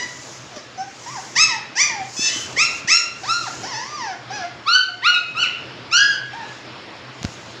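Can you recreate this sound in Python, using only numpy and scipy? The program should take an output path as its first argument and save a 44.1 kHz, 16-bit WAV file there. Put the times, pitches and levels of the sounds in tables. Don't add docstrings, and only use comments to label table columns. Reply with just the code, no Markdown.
import sys
import numpy as np
from scipy import signal
from scipy.fft import rfft, irfft, next_fast_len
from scipy.io import wavfile
from scipy.ndimage import uniform_filter1d, minimum_filter1d, map_coordinates

SR = 44100
rng = np.random.default_rng(int(sys.argv[2]) if len(sys.argv) > 2 else 0)


def attenuation_scalar(level_db):
    decades = np.asarray(level_db, float) / 20
    return 10 ** decades


def put_to_file(sound):
    columns = np.atleast_2d(sound).T
    safe = np.clip(columns, -1, 1)
    whole_steps = np.round(safe * 32767)
    wavfile.write(sys.argv[1], SR, whole_steps.astype(np.int16))


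N = 335160


def unit(x):
    return x / np.sqrt(np.mean(x ** 2) + 1e-20)


def along(points, hz):
    point_hz, value = np.transpose(points)
    return np.interp(np.log(hz + 1), np.log(point_hz + 1), value)


def curves(rows, t):
    s, *columns = np.transpose(rows)
    return [np.interp(t, s, column) for column in columns]


def wobble(count, rate):
    knots = rng.standard_normal(int(count * rate / SR) + 4)
    return map_coordinates(knots, [np.arange(count) * rate / SR])


def filtered(x, response):
    size = next_fast_len(N + SR // 2)
    hz = np.fft.rfftfreq(size, 1 / SR)
    return irfft(rfft(x, size) * response(hz), size)[:N]


def rush(spectrum, patchy_db):
    z = signal.stft(rng.standard_normal(N), nperseg=512)[2]
    patches = uniform_filter1d(rng.standard_normal(z.shape), size=6, axis=0)
    patches = uniform_filter1d(patches, size=10, axis=1)
    noise = signal.istft(z * attenuation_scalar(patchy_db * unit(patches)), nperseg=512)[1][:N]
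    return unit(filtered(noise, lambda hz: attenuation_scalar(along(spectrum, hz))))


def loudness_db(x, seconds):
    size = round(seconds * SR)
    power = uniform_filter1d(x ** 2, size=size, origin=(size - 1) // 2)
    return 10 * np.log10(np.abs(power) + 1e-12)


def cry(rows, voice, start, hoarse, hummed, pressed, far):
    # pitch_hz, level_db
    shut_throat = [(600, 16.5), (1500, -3), (2300, -22.5), (3500, -21), (4800, -18.5), (6000, -25.5),
                   (7500, -42.5), (8600, -41), (10500, -38), (15000, -96)]
    # pitch_hz, level_db
    wide_throat = [(600, -30.5), (1500, -14), (1900, 9.5), (2500, -1), (3150, -6.5), (4800, -8),
                   (6000, -9.5), (7900, -20), (8600, -42.5), (10500, -50.5), (15000, -76.5)]
    tongue_hz, tongue_width_hz = 3990, 814
    nose_hz, nose_width_hz = 5900, 2040

    t = np.arange(round(start * SR), round(rows[-1][0] * SR)) / SR
    pitch, effort_db = curves(rows, t)
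    top_s = max(t[np.argmax(pitch)], 0)
    hoarse = hoarse + .12 * np.exp((t[0] - t) / .02)
    *opening, tongue_db, nose_db = voice
    mouth = np.interp(t, (rows[0][0], top_s, rows[-1][0]), opening)
    mouth = np.clip(mouth, -.3, 1.7)

    pitch = uniform_filter1d(pitch, size=800)
    pitch = pitch * (1 + (.003 + .03 * hoarse) * wobble(len(t), 110))
    pitch = pitch * (1 + np.minimum(t + .04, 0))
    if hummed:
        tongue_db = min(tongue_db, -7)

    k = np.arange(1, 13)[:, None]
    hz = k * pitch
    throat_db = (1 - mouth) * along(shut_throat, hz) + mouth * along(wide_throat, hz)
    throat_db = throat_db + tongue_db * np.exp(-((hz - tongue_hz) / tongue_width_hz) ** 2)
    throat_db = throat_db + nose_db * np.exp(-((hz - nose_hz) / nose_width_hz) ** 2)
    squeeze_db = 14 / (1 + (hz / 2250) ** 12) + 9 * np.exp(-((hz - 4400) / 450) ** 2)
    throat_db = throat_db - pressed * squeeze_db
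    throat_db = throat_db - 7 * hummed / (1 + (6700 / hz) ** 16)
    fade_db = 72 * np.maximum(t - top_s, 0)
    throat_db = throat_db - fade_db / (1 + (3000 / hz) ** 4)
    throat_db = throat_db - 13.5 * far / (1 + (7000 / hz) ** 8)

    slow = signal.butter(4, 300, fs=SR, output='sos')
    flutter = signal.sosfilt(slow, rng.standard_normal(hz.shape))
    breath = 1 - hoarse / 2 + 9 * hoarse * np.sqrt(k) * flutter
    swing = np.sin(k * 2 * np.pi * np.cumsum(pitch) / SR + k * k / 3)
    tone = np.sum(attenuation_scalar(throat_db) * breath * swing, axis=0)
    edges = np.clip(np.minimum((t - t[0]) / 0.0035, (t[-1] - t) / 0.018), 0, 1)
    return attenuation_scalar(effort_db + 1.94) * edges * tone


def puppies():
    # time_s, pitch_hz, effort_db
    near_yelps = [
        [(1.352, 795, -34), (1.364, 903, -16), (1.388, 1202, -12), (1.41, 1284, -6), (1.437, 1328, -13.5),
         (1.462, 1265, -31.5), (1.49, 1077, -22), (1.525, 926, -20), (1.6, 805, -39.5)],
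        [(1.752, 760, -31), (1.77, 838, -22), (1.805, 1153, -12), (1.84, 1224, -21), (1.87, 1171, -26),
         (1.91, 933, -25), (1.96, 832, -34), (2.04, 732, -56)],
        [(2.558, 850, -40), (2.575, 1019, -20), (2.6, 1231, -9), (2.63, 1366, -11), (2.66, 1379, -16),
         (2.7, 1370, -40)],
        [(2.872, 770, -30.5), (2.89, 999, -18.5), (2.912, 1279, -11.5), (2.95, 1369, -9.5), (3.0, 1403, -20),
         (3.04, 1314, -27), (3.08, 1000, -46)],
        [(3.232, 679, -30), (3.275, 1154, -27), (3.3, 1322, -11), (3.34, 1390, -15.5), (3.38, 1423, -21.5),
         (3.42, 1313, -24), (3.455, 1144, -32), (3.49, 622, -17)],
    ]
    far_yelps = [
        [(4.655, 1050, -33), (4.67, 1093, -18), (4.685, 1348, -7), (4.72, 1432, -8.5), (4.755, 1516, -1.5),
         (4.795, 1544, -17.5), (4.865, 1036, -52)],
        [(5.015, 810, -38.5), (5.035, 983, -19.5), (5.048, 1180, -10), (5.07, 1403, -2), (5.105, 1455, -2),
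         (5.125, 1383, -39), (5.143, 1292, -12), (5.18, 1258, -18.5), (5.215, 1320, -54)],
        [(5.348, 1254, -25), (5.365, 1256, -15.5), (5.39, 1407, -9.5), (5.415, 1508, -8.5), (5.435, 1395, -4),
         (5.455, 1124, -28), (5.478, 820, -40)],
        [(5.9, 1036, -55), (5.915, 1167, -24), (5.935, 1375, -5), (5.96, 1429, 0.5), (5.985, 1589, -8.5),
         (6.02, 1659, -7.5), (6.09, 1662, -10.5), (6.12, 1590, -13), (6.17, 1455, -19)],
    ]
    whimpers = [
        [(0.51, 756, -58), (0.55, 640, -47), (0.6, 533, -33)],
        [(0.775, 745, -39.5), (0.81, 768, -32), (0.86, 814, -49.5), (0.93, 797, -51)],
        [(1.06, 907, -31), (1.08, 970, -30), (1.13, 1203, -33), (1.16, 980, -29), (1.18, 782, -31.5),
         (1.21, 730, -47)],
        [(4.3, 725, -32), (4.33, 826, -28), (4.36, 854, -24), (4.39, 778, -31), (4.44, 676, -29),
         (4.47, 740, -27)],
        [(4.885, 732, -34.5), (4.93, 705, -40.5), (4.98, 722, -38.5)],
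        [(5.12, 724, -43), (5.19, 707, -46), (5.26, 678, -39)],
    ]
    whine = [
        [(3.632, 679.7, -26), (3.66, 900, -30), (3.69, 1138, -30.5), (3.75, 836.5, -25), (3.9, 1193, -34),
         (3.955, 1206, -30.5), (4.02, 952, -24.5), (4.09, 774, -26), (4.16, 674, -34)],
    ]
    yips = [
        [(0.0, 976, -26.5), (0.03, 1006, -27.5), (0.09, 966, -81)],
        [(6.33, 748, -23), (6.36, 945, -33.5), (6.4, 920, -30), (6.44, 833, -28), (6.48, 875, -53)],
    ]
    squeals = [
        [(2.165, 843, -35.5), (2.21, 875, -28.5), (2.243, 882, -21.5), (2.31, 872, -26.5)],
        [(2.21, 942, -52), (2.26, 945, -28), (2.3, 990, -26), (2.35, 1030, -28)],
        [(2.33, 1546, -26), (2.37, 1513, -15), (2.45, 1550, -24.5)],
    ]
    # mouth opening (0 shut, 1 wide) at the start, highest note
    # and end, tongue_ring_db, nose_ring_db
    voices = [(0.58, 0.87, 0.096, -5.5, 11), (0.53, 0.97, -0.43, -10.5, 11.5), (0.89, 0.83, .7, -7.5, 3.5),
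              (0.88, 0.76, 0.25, -8, 10.5), (0.37, 0.26, 0.36, 3, 7), (0.27, 0.65, 0.76, 7.5, -3.5),
              (0.67, 0.55, 1.43, 4.5, -11), (0.44, 1, 0.96, -3.5, -12.5), (0.81, 0.25, 0.53, -4, 3.5),
              (0.099, 0, 0.37, -6, 22), (0.19, 0.044, 0.073, -33, 18), (0.3, .25, 0.21, -25, 11),
              (0.28, 0.46, 0.24, 6, 8.5), (0.36, 0.45, 0.32, -4, -27.5), (.1, 0.34, 0.48, -14, -12),
              (0.4, 0.27, 0.43, -7, 12.5), (0.64, 0.59, 0.57, -2.5, 8), (0.57, 0.19, 0.56, 12, -7),
              (1, 0.95, 1.1, 0, 13), (0.74, 0.95, .7, 5.5, 4), (0.95, 0.15, 0.89, -11.5, -1)]
    roughness = [.03, .05, .05, .05, .04, .04, .05, .13, .1, .15, .03, .04, .03, .04, .04, .045, .14, .1,
                 .15, .45, .45]
    lead_s = .12

    groups = [(near_yelps, False, False, False), (far_yelps, False, False, True),
              (whimpers, True, False, False), (whine, True, False, False),
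              (yips, True, False, False), (squeals, False, True, False)]
    out = np.zeros(N + round(lead_s * SR))
    throats = iter(zip(voices, roughness))
    for cries, hummed, pressed, far in groups:
        for rows in cries:
            voice, hoarse = next(throats)
            start = rows[0][0]
            open_yip = start == 0
            if open_yip:
                start = -lead_s
            sound = cry(rows, voice, start, hoarse, hummed and not open_yip, pressed, far)
            out[round((start + lead_s) * SR):][:len(sound)] += sound
    return out


def corridor(x):
    # pitch_hz, t60_s
    walls = [(300, 0.13), (1500, 0.55), (3000, 0.57), (6000, 0.35), (9000, 0.32), (13000, 0.34)]
    hz, t, z = signal.stft(rng.standard_normal(SR), SR, nperseg=256)
    decay = attenuation_scalar(-60 * t / along(walls, hz)[:, None])
    tail = signal.istft(z * decay, SR, nperseg=256)[1]
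    tail = tail * np.clip(np.arange(len(tail)) / SR / 0.0009, 0, 1)
    return signal.fftconvolve(x, tail / np.linalg.norm(tail))[:len(x)]


def background(heard):
    # time_s, level_db
    air = [(0, -44.5), (.8, -46), (2.1, -43), (2.4, -41.5), (2.8, -41), (2.95, -46.5), (3.2, -45.5),
           (3.5, -39.5), (3.85, -43.5), (4.55, -42.5), (4.75, -47.5), (5.25, -45), (5.4, -42.5),
           (6.4, -41.5), (7.15, -43), (7.6, -42)]
    # pitch_hz, level_db (per Hz)
    room_tone = [(15, -59), (25, -44.5), (80, -8.5), (124, -7), (187, -7), (335, -3), (427, -6.5),
                 (661, -6), (746, -8), (1130, -7.5), (2630, -11), (5450, -16.5), (6780, -52.5),
                 (8230, -43.5), (10700, -48.5), (18100, -120)]
    hum_hz, hum_width_hz, hum_db = 125.4, 9.8, -50.5
    duck_hz, duck_from_db, duck_share, duck_s = 1730, -35, 0.23, 0.19

    air_db, = curves(air, np.arange(N) / SR)
    low = filtered(heard, lambda hz: 1 / (1 + (hz / duck_hz) ** 8))
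    air_db = air_db - duck_share * np.maximum(loudness_db(low, duck_s) - duck_from_db, 0)
    hum = filtered(rng.standard_normal(N), lambda hz: 1 / (1 + ((hz - hum_hz) / hum_width_hz) ** 4))
    sway = attenuation_scalar(1.1 * wobble(N, 7))
    tone = attenuation_scalar(-40.0) * sway * rush(room_tone, patchy_db=1.5)
    return attenuation_scalar(air_db + 44.5) * (tone + attenuation_scalar(hum_db) * unit(hum))


def paws(heard):
    # middle_s, length_s, drag_db, dust_hiss_db
    strokes = [(0.212, 0.27, -43.5, -64), (1.183, 0.23, -41, -65.5), (2.218, 0.049, -38.5, -59),
               (2.306, 0.22, -34.5, -84), (2.415, 0.032, -57.5, -53.5), (2.52, 0.024, -56.5, -69.5),
               (2.629, 0.052, -56, -64.5), (2.75, 0.065, -39.5, -64.5), (3.426, 0.23, -38.5, -73),
               (3.638, 0.041, -55, -61), (3.862, 0.19, -54, -76), (4.372, 0.13, -73, -75.5),
               (0.603, 0.08, -65, -90), (6.537, 0.1, -54.5, -80), (7.3, 0.086, -49, -64.5),
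               (7.47, 0.12, -55, -75.5)]
    # pitch_hz, level_db (per Hz)
    drag_colour = [(400, -64), (1200, -15.5), (3000, -28.5), (5000, -4), (7000, -2), (8500, -23),
                   (11000, -36), (13000, -38)]
    # pitch_hz, level_db (per Hz)
    dust_colour = [(6000, -18), (10000, 16.5), (12500, -6.5), (14500, 11.5), (15400, -19)]

    middle, length, drag_db, dust_db = np.transpose(strokes)[:, :, None]
    t = np.arange(0, N, 50) / SR
    fade_db = -17 * np.maximum(np.abs(t - middle) / length - .5, 0)
    breath_rush = attenuation_scalar(loudness_db(heard, 0.01))
    drag = np.repeat(attenuation_scalar(drag_db + fade_db).sum(0), 50)[:N] + attenuation_scalar(-37.5) * breath_rush
    dust = np.repeat(attenuation_scalar(dust_db + fade_db).sum(0), 50)[:N] + attenuation_scalar(-58) * breath_rush
    drag = drag + attenuation_scalar(-59.5)
    grain = attenuation_scalar(0.73 * wobble(N, 130))
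    scuff = drag * unit(grain * rush(drag_colour, patchy_db=1.2))
    hiss = dust * unit(grain * rush(dust_colour, patchy_db=3.0))
    return scuff + attenuation_scalar(-4.0) * hiss


def knocks():
    # middle_s, peak_db, pitch_hz
    thumps = [
        (0.572, -27, 300),
        (2.195, -18.5, 258),
        (2.363, -27, 254),
        (2.575, -23, 430),
        (2.85, -26.5, 169),
        (7.218, -27.5, 139),
        (7.2486, -13, 175),
        (7.258, -17.5, 76),
        (7.29, -29, 130),
    ]
    # start_s, peak_db, t60_s
    claw_ticks = [
        (.562, -33, 0.089),
        (2.356, -29, 0.012),
        (3.618, -33, 0.016),
        (6.006, -37, 0.0024),
        (7.23, -14, 0.0039),
        (7.243, -18, 0.0035),
        (7.25, -16.5, 0.011),
        (7.46, -39, 0.04),
    ]
    # pitch_hz, level_db
    claw_colour = [(300, 1.5), (2000, -2.5), (5000, -0.5), (7000, -4), (8500, -27), (15000, -34)]

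    pushes, ticks = np.zeros(N + SR), np.zeros(N + SR)
    t = np.arange(SR // 10) / SR
    for s, db, hz in thumps:
        swing = (t - .02) * hz
        push = np.cos(2 * np.pi * swing) * np.exp(-(swing / .55) ** 2)
        pushes[round((s - .02) * SR):][:len(t)] += attenuation_scalar(db) * push
    for s, db, t60 in claw_ticks:
        ticks[round(s * SR):][:len(t)] += attenuation_scalar(db - 60 * t / t60) * rng.standard_normal(len(t))
    dull = filtered(pushes[:N], lambda hz: hz ** 2 / (hz ** 2 + 55 ** 2))
    dry_ticks = filtered(ticks[:N], lambda hz: attenuation_scalar(along(claw_colour, hz) + 5.5))
    return dull + dry_ticks


def scene():
    voices = puppies()
    heard = (attenuation_scalar(-2.5) * voices + attenuation_scalar(-3.5) * corridor(voices))[-N:]
    return (heard + background(heard) + paws(heard) + knocks())[None]


def low_pass(x):
    return signal.sosfilt(signal.butter(12, 15520, fs=SR, output="sos"), x)


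def record(dry):
    need = np.minimum(1, .8 / (np.abs(dry) + 1e-9))
    gain = uniform_filter1d(minimum_filter1d(need, size=401), size=400)
    return low_pass(dry * gain)


dry = scene()
out = record(dry)
put_to_file(out)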